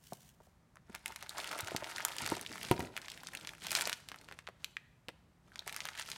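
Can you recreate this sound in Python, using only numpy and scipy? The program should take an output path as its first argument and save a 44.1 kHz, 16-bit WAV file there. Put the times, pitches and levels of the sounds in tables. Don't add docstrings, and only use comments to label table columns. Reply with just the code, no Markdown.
import sys
import numpy as np
from scipy import signal
from scipy.fft import rfft, irfft, next_fast_len
from scipy.io import wavfile
from scipy.ndimage import map_coordinates

SR = 44100
rng = np.random.default_rng(int(sys.argv[2]) if len(sys.argv) > 2 else 0)


def dump(signal):
    limited = np.clip(np.atleast_2d(signal).T, -1, 1)
    pcm = np.round(limited * 32767).astype(np.int16)
    wavfile.write(sys.argv[1], SR, pcm)


N = 272081


def amp(db):
    return 10 ** (np.asarray(db) / 20)


def unit(x):
    return x / np.sqrt(np.mean(x ** 2) + 1e-20)


def one_ms(x):
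    return x * np.sqrt(SR / 1000 / (np.sum(x ** 2) + 1e-20))


def along(points, hz):
    frequencies, values = np.transpose(points)
    return np.interp(np.log(hz + 1), np.log(frequencies + 1), values)


def add(track, start_s, sound):
    part = track[max(round(start_s * SR), 0):][:len(sound)]
    part += sound[:len(part)]


def wobble(knots_per_s):
    knots = rng.standard_normal(int(N * knots_per_s / SR) + 4)
    return map_coordinates(knots, [np.arange(N) * knots_per_s / SR])


def colour(x, spectrum, size=4096):
    gain = amp(along(spectrum, np.fft.rfftfreq(size, 1 / SR)))
    cepstrum = irfft(np.log(gain + 1e-6))
    cepstrum[1:size // 2] *= 2
    cepstrum[size // 2 + 1:] = 0
    return signal.fftconvolve(x, irfft(np.exp(rfft(cepstrum))))[:len(x)]


def resonate(x, hz, q):
    b, a = signal.iirpeak(min(hz, SR / 4), max(q, .6), fs=SR)
    return signal.lfilter(b, a, signal.lfilter(b, a, x))


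def blow(hz, q, shiver, decay_s):
    t = np.arange(SR // 25) / SR
    push = resonate(1e-9 + (t == 0), hz, q)
    after = resonate(rng.standard_normal(len(t)) * np.exp(-t / decay_s), hz, q)
    return one_ms(one_ms(push) + shiver * one_ms(after))


def grains(per_s, hz, scatter, cycles, spread_db, size=160):
    moment, tuning, chance = np.hsplit(rng.random((int(per_s * N / SR), 3)), 3)
    pitch_hz = np.clip(hz * np.exp(scatter * (2 * tuning - 1)), 100, SR / 2.5)
    strength = amp(spread_db * np.minimum(-np.log(chance + 1e-9), 4))
    turns = pitch_hz * np.arange(size) / SR
    ticks = strength * np.sqrt(pitch_hz) * np.sin(2 * np.pi * turns) * np.exp(-turns / cycles)
    where = (moment * N).astype(int) + np.arange(size)
    return unit(np.bincount(where.ravel(), ticks.ravel(), N)[:N])


def effort(moves, column):
    swell_db_per_s, ease_db_per_s, release_db_per_s = 330, 4.5, 170.5
    t, db = np.arange(N) / SR, np.full(N, -140.)
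    for start_s, length_s, *levels_db in moves:
        swell = swell_db_per_s * np.maximum(start_s - t, 0)
        ease = ease_db_per_s * np.clip(t - start_s, 0, length_s)
        release = release_db_per_s * np.maximum(t - start_s - length_s, 0)
        db = np.maximum(db, levels_db[column] - swell - ease - release)
    return db


def room_air():
    # frequency_hz, gain_db
    spectrum = [(15, -25.5), (25, -17), (55, -3.5), (100, -5), (165, -1.5), (210, -7), (290, -13),
                (450, -16.5), (650, -19), (1000, -20), (1900, -24), (2500, -28.5), (8000, -38.5),
                (16000, -43)]
    return amp(-67.5) * unit(colour(rng.standard_normal(N), spectrum))


def reverberation(x):
    # frequency_hz, t60_s
    decay_times = [(150, 0.65), (700, 0.8), (2200, 0.69), (6000, 0.69), (14000, 0.53)]
    hz, t, bands = signal.stft(rng.standard_normal(SR // 2), SR, nperseg=256)
    decay = amp(-60 * t / along(decay_times, hz)[:, None])
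    tail = signal.istft(bands * decay, SR, nperseg=256)[1]
    return signal.fftconvolve(x, tail / np.linalg.norm(tail))[:N]


def early_reflections(x, count=24):
    echoes, hop = np.zeros(N), SR // 5
    for start in range(0, N, hop):
        distance = rng.random(count)
        delays = (SR * (.001 + .018 * distance)).astype(int)
        taps = np.bincount(delays, rng.standard_normal(count) * np.exp(-1.6 * distance))
        taps = np.convolve(taps, np.ones(2))
        add(echoes, start / SR, signal.fftconvolve(x[start:start + hop], taps / np.linalg.norm(taps)))
    return echoes


def foam_hiss():
    # start_s, length_s, level_db
    slides = [(.055, 0.029, -58.5), (.13, 0.14, -63.5), (.43, 0.019, -70.5)]
    # frequency_hz, gain_db
    spectrum = [(700, -30), (1600, -2.5), (2300, -3.5), (3000, 2), (3800, -2.5), (6500, -2), (11000, -6.5),
                (16000, -3)]
    cells = rng.standard_normal(N) * amp(4.5 * wobble(250))
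    return amp(effort(slides, 0)) * unit(colour(cells, spectrum))


def card_rub(rub_db, flex_db):
    # frequency_hz, gain_db
    card_spectrum = [(180, -28), (330, -3), (490, -8), (680, -2), (780, -4.5), (900, 1.5), (1100, -5.5),
                     (1380, 2.5), (1800, -4), (2300, -6.5), (3500, -6), (6000, -23), (12000, -43)]
    # frequency_hz, gain_db
    wall_spectrum = [(25, -30.5), (60, -9.5), (140, -3), (220, -2.5), (330, -2.5), (450, -3.5), (700, -10),
                     (1400, -46)]
    slips = grains(per_s=1300, hz=1677, scatter=1.08, cycles=1.0, spread_db=5.5)
    friction = slips + 0.71 * rng.standard_normal(N)
    scrape = unit(colour(friction, card_spectrum) * amp(wobble(60)))
    rumble = unit(colour(rng.standard_normal(N), wall_spectrum) * amp(2.9 * wobble(30)))
    return amp(rub_db - 1.7) * scrape + amp(flex_db + 3.5) * rumble


def box_knocks():
    # start_s, level_db, thud_hz, ring_re_thud_db
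    impacts = [(0.1227, -34, 700, -13), (.124, -40.5, 230, -10), (.403, -49.5, 700, -10),
               (.471, -54.5, 756, -14), (.765, -56, 900, -7), (.896, -41, 210, -6.5),
               (1.372, -41, 850, -18), (1.517, -37.5, 765, -12), (1.629, -37.5, 150, -14),
               (1.718, -32.5, 650, -9.5), (1.746, -30, 308, -12), (1.748, -29.5, 680, -11.5),
               (1.8238, -34.5, 565, -5), (2.24, -41, 131, -11), (2.3195, -22, 343, -16.5),
               (2.32, -27, 980, -5), (2.369, -34.5, 680, -7), (2.711, -20, 308, 7.5),
               (2.7125, -24, 890, -11), (2.792, -30.5, 330, 1), (2.802, -30, 170, -2),
               (3.872, -31.5, 640, -21), (4.486, -39.5, 610, -31), (5.084, -36.5, 420, -10),
               (5.667, -46, 550, 1)]
    # pitch_hz, level_db, t60_s
    box_modes = [(135, 0, 0.14), (254, -11.5, 0.11), (361, 3, .16), (420, -12, .054), (637, -14.5, .12),
                 (717, -2, 0.14), (934, -2, .13), (1000, -5.5, .11), (1240, -12, .1), (1340, -13, .047),
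                 (1572, -23, 0.086), (2400, -14.5, 0.03)]
    track, t = np.zeros(N), np.arange(SR // 4) / SR
    hz, mode_db, t60_s = np.transpose(box_modes)[:, :, None]
    modes = amp(mode_db - 60 * t / t60_s) * np.sin(2 * np.pi * hz * t)
    contact = (1 - np.exp(-t / 0.0024)) * (0.1 + np.exp(-t / 0.0078))
    for start_s, db, thud_hz, ring_db in impacts:
        strengths = amp(0.6 * rng.standard_normal(len(modes))) * rng.choice([-1, 1], len(modes))
        lowpass = signal.butter(2, min(1.2 * thud_hz, SR / 4), fs=SR)
        thud = signal.lfilter(*lowpass, blow(thud_hz, q=0.79, shiver=1.0, decay_s=0.0056))
        add(track, start_s, amp(db) * one_ms(thud))
        add(track, start_s, amp(db + ring_db) * one_ms(strengths @ modes * contact))
    return track


def film_crinkle(film_db):
    # frequency_hz, gain_db
    spectrum = [(400, -20), (1100, -9), (2000, 0.5), (3000, -2.5), (4500, -1), (7000, -5), (11000, -6),
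                (16000, -11.5)]
    ticks = grains(per_s=900, hz=4270, scatter=0.9, cycles=1.1, spread_db=4.0)
    sliding = unit(rng.standard_normal(N) * amp(2.1 * wobble(40)))
    clumps = ticks * amp(3.2 * wobble(90))
    return amp(film_db + 0.3) * unit(colour(clumps + .6 * sliding, spectrum))


def small_creases(film_db):
    creases_per_s, strain_build_s = 30, 0.016
    still_db, busy_db = -70, -50.5
    track, count = np.zeros(N), int(creases_per_s * N / SR)
    moments = (np.arange(count) + rng.random(count)) / count * N / SR
    for start_s, (strength, pitch, bright) in zip(moments, rng.standard_normal((count, 3))):
        earlier_db = film_db[int(max(start_s - strain_build_s, 0) * SR)]
        moving_db = min(film_db[int(start_s * SR)], earlier_db)
        if moving_db > still_db:
            db = -37 + 0.71 * (moving_db - busy_db) + 3 * strength
            ring = blow(2100 * np.exp(.3 * pitch), q=1.1, shiver=0.98, decay_s=0.0022)
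            crack = blow(7300, q=0.6, shiver=1.3, decay_s=.0012)
            add(track, start_s, amp(db) * (ring + amp(-12 + 5.5 * bright) * crack))
    return track


def snaps_and_clicks(film_db, neighbours=3):
    # start_s, level_db, pitch_hz, q, crack_re_ring_db
    clicks = [(0.1336, -60, 1000, 2.1, 18), (.757, -53, 1410, 1, -5.5), (.77, -46.5, 1170, .7, -22),
              (0.9456, -40.5, 1410, 1, -24), (.9499, -35, 1710, .45, -4), (1.0595, -28.5, 2300, 1.6, -4.5),
              (1.08, -42, 2050, .5, 1), (1.1609, -36, 2100, .5, -3.5), (1.2265, -36.5, 1860, 0.54, -6),
              (1.294, -35.5, 4270, 3.9, -2), (1.3827, -33, 960, 1.4, -3.5), (1.514, -32.5, 1860, .5, -8),
              (1.5336, -33, 1290, 0.65, -18), (1.607, -43.5, 1580, 1.2, 11),
              (1.6735, -34.5, 2626, 0.46, -16), (1.6825, -33.5, 1520, 5.8, -9.5),
              (1.7642, -28, 2870, .5, -6.5), (1.8435, -33.5, 2500, 0.71, -17),
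              (1.9827, -31.5, 1830, 1.6, -15), (2.0047, -30.5, 1680, 1, -17), (2.0507, -28.5, 1400, 1.4, 7),
              (2.0834, -38, 1160, .9, 0), (2.1843, -30, 3260, 0.68, -13), (2.2625, -30.5, 1710, .5, -3.5),
              (2.2753, -33, 1250, .5, -3), (2.4125, -49.5, 1000, .6, 13), (2.4634, -32.5, 3100, 2.4, -15),
              (2.631, -34.5, 2700, .5, -5), (2.7133, -23.5, 2400, 1.3, -6), (2.7938, -39, 1014, .5, -3),
              (2.8049, -31.5, 1540, .5, -10.5), (2.9662, -31, 2360, .7, -12), (2.9766, -30, 1910, 1.5, -11),
              (3.0169, -43, 2940, .6, -19), (3.0833, -35.5, 2172, 0.59, -16), (3.101, -39.5, 3880, 1, -8),
              (3.271, -35.5, 4260, .9, -25), (3.3507, -32, 2400, 2.1, -6), (3.4729, -33, 2970, .5, -21.5),
              (3.6683, -31, 3200, 0.92, -9), (3.7075, -32, 3260, .7, -5.5), (3.717, -32, 2550, 2.7, 4.5),
              (3.7518, -19.5, 2817, .5, -13.5), (3.789, -30, 1900, .5, -9), (3.8101, -28, 2570, .5, -4.5),
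              (3.8216, -28.5, 1920, .5, -3), (3.855, -29, 4230, 1.7, -16), (3.8735, -28, 2100, .5, -4.5),
              (3.896, -28, 2100, 0.61, -6), (3.929, -26, 2700, 0.7, -15), (4.0877, -37.5, 2910, .7, -6.5),
              (4.1173, -36, 1400, .5, -19), (4.144, -40.5, 1290, .8, -22), (4.2872, -41.5, 1412, .5, -16.5),
              (4.313, -40.5, 1210, .5, -22.5), (4.3243, -40, 1760, 0.71, -13),
              (4.3895, -38.5, 1780, .5, -12.5), (4.47, -40, 2500, 1.3, -30),
              (4.475, -35.5, 1620, 0.92, -28), (4.4883, -40, 1330, .5, -17), (4.6447, -28, 3150, 1.24, -9),
              (4.7684, -28, 2030, 1.9, -27.5), (5.0848, -35, 2700, 1.4, -16.5),
              (5.09, -37, 1220, 0.53, -14.5), (5.519, -49, 1570, 3, -19), (5.558, -38.5, 2250, .6, -25),
              (5.5924, -32, 3860, 3.1, -14), (5.6773, -33, 1630, 0.54, -2.5), (5.695, -34, 2217, 1.2, -28),
              (5.764, -33.5, 1910, .5, 0), (5.805, -30.5, 2400, 0.68, -24), (5.854, -31.5, 1910, .5, -6),
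              (5.8877, -31, 1730, 0.37, -19), (5.996, -32, 1840, 0.53, -27), (6.1013, -39, 3135, 0.54, -2),
              (6.1167, -31.5, 3370, .9, -14)]
    track = np.zeros(N)
    for start_s, db, hz, q, crack_db in clicks:
        moving_db = film_db[int(start_s * SR)]
        shiver = np.interp(db - moving_db, [14, 27], [.95, .45])
        ring = blow(hz, q, shiver, decay_s=.0019)
        crack = blow(7300, q=0.6, shiver=1.9 * shiver, decay_s=0.0012)
        add(track, start_s, amp(db + .5) * (ring + amp(crack_db) * crack))
        neighbour_db = min(db - 14, moving_db + 15.5)
        for lag, pitch, strength in rng.standard_normal((neighbours, 3)):
            tick = blow(hz * np.exp(.35 * pitch), q=1.1, shiver=.9, decay_s=.003)
            add(track, start_s + .0055 * abs(lag), amp(neighbour_db + 1.6 * strength) * tick)
    return track


def scene():
    # start_s, length_s, film_db, rub_db, flex_db
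    moves = [(.925, 0.03, -65, -58, -70), (1.08, .03, -58.5, -52.5, -67), (1.21, 0.033, -59.5, -54, -75),
             (1.31, .02, -57.5, -55, -78), (1.38, 0.22, -50, -45.5, -69.5), (1.66, 0.16, -56, -48.5, -65),
             (1.87, 0.29, -51, -47.5, -70), (2.2, .14, -47, -46.5, -55.5), (2.38, .03, -54.5, -53, -61),
             (2.5, 0.073, -53, -57.5, -61), (2.61, 0.091, -51.5, -55, -61), (2.74, .1, -57.5, -55.5, -50.5),
             (2.96, 0.014, -59.5, -53, -64), (3.03, 0.25, -60, -62, -68), (3.32, .2, -58, -60.5, -65.5),
             (3.64, 0.067, -48, -53, -62.5), (3.73, 0.079, -41.5, -46.5, -59),
             (3.85, 0.048, -49.5, -49.5, -62), (4.08, .3, -69, -67, -71), (4.63, 0.027, -68, -69, -80.5),
             (5.46, .06, -77, -72, -79.5), (5.55, 0.066, -68, -64, -75.5), (5.69, 0.23, -55.5, -56, -72),
             (5.98, 0.019, -48.5, -52, -73), (6.07, 0.086, -55, -56.5, -68.5)]
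    film_db, rub_db, flex_db = [effort(moves, column) for column in range(3)]
    crackle = snaps_and_clicks(film_db) + small_creases(film_db) + film_crinkle(film_db)
    direct = crackle + card_rub(rub_db, flex_db) + foam_hiss() + box_knocks()
    air = room_air()
    return (direct + amp(-15) * early_reflections(direct) + amp(-18) * reverberation(direct) + air)[None]


def record(dry):
    # frequency_hz, gain_db
    tone = [(20, -5.5), (60, 3), (400, -1.5), (490, -2.0), (610, 0.5), (3000, -1.5), (8000, 2.24),
            (11500, 0.66), (13500, 0.5), (16000, -3.5)]
    band_limit_hz = 16100
    size = next_fast_len(N + SR // 2)
    hz = np.fft.rfftfreq(size, 1 / SR)
    gain = amp(along(tone, hz)) * (hz < band_limit_hz)
    return irfft(rfft(dry, size) * gain, size)[:, :N]


dry = scene()
out = record(dry)
dump(out)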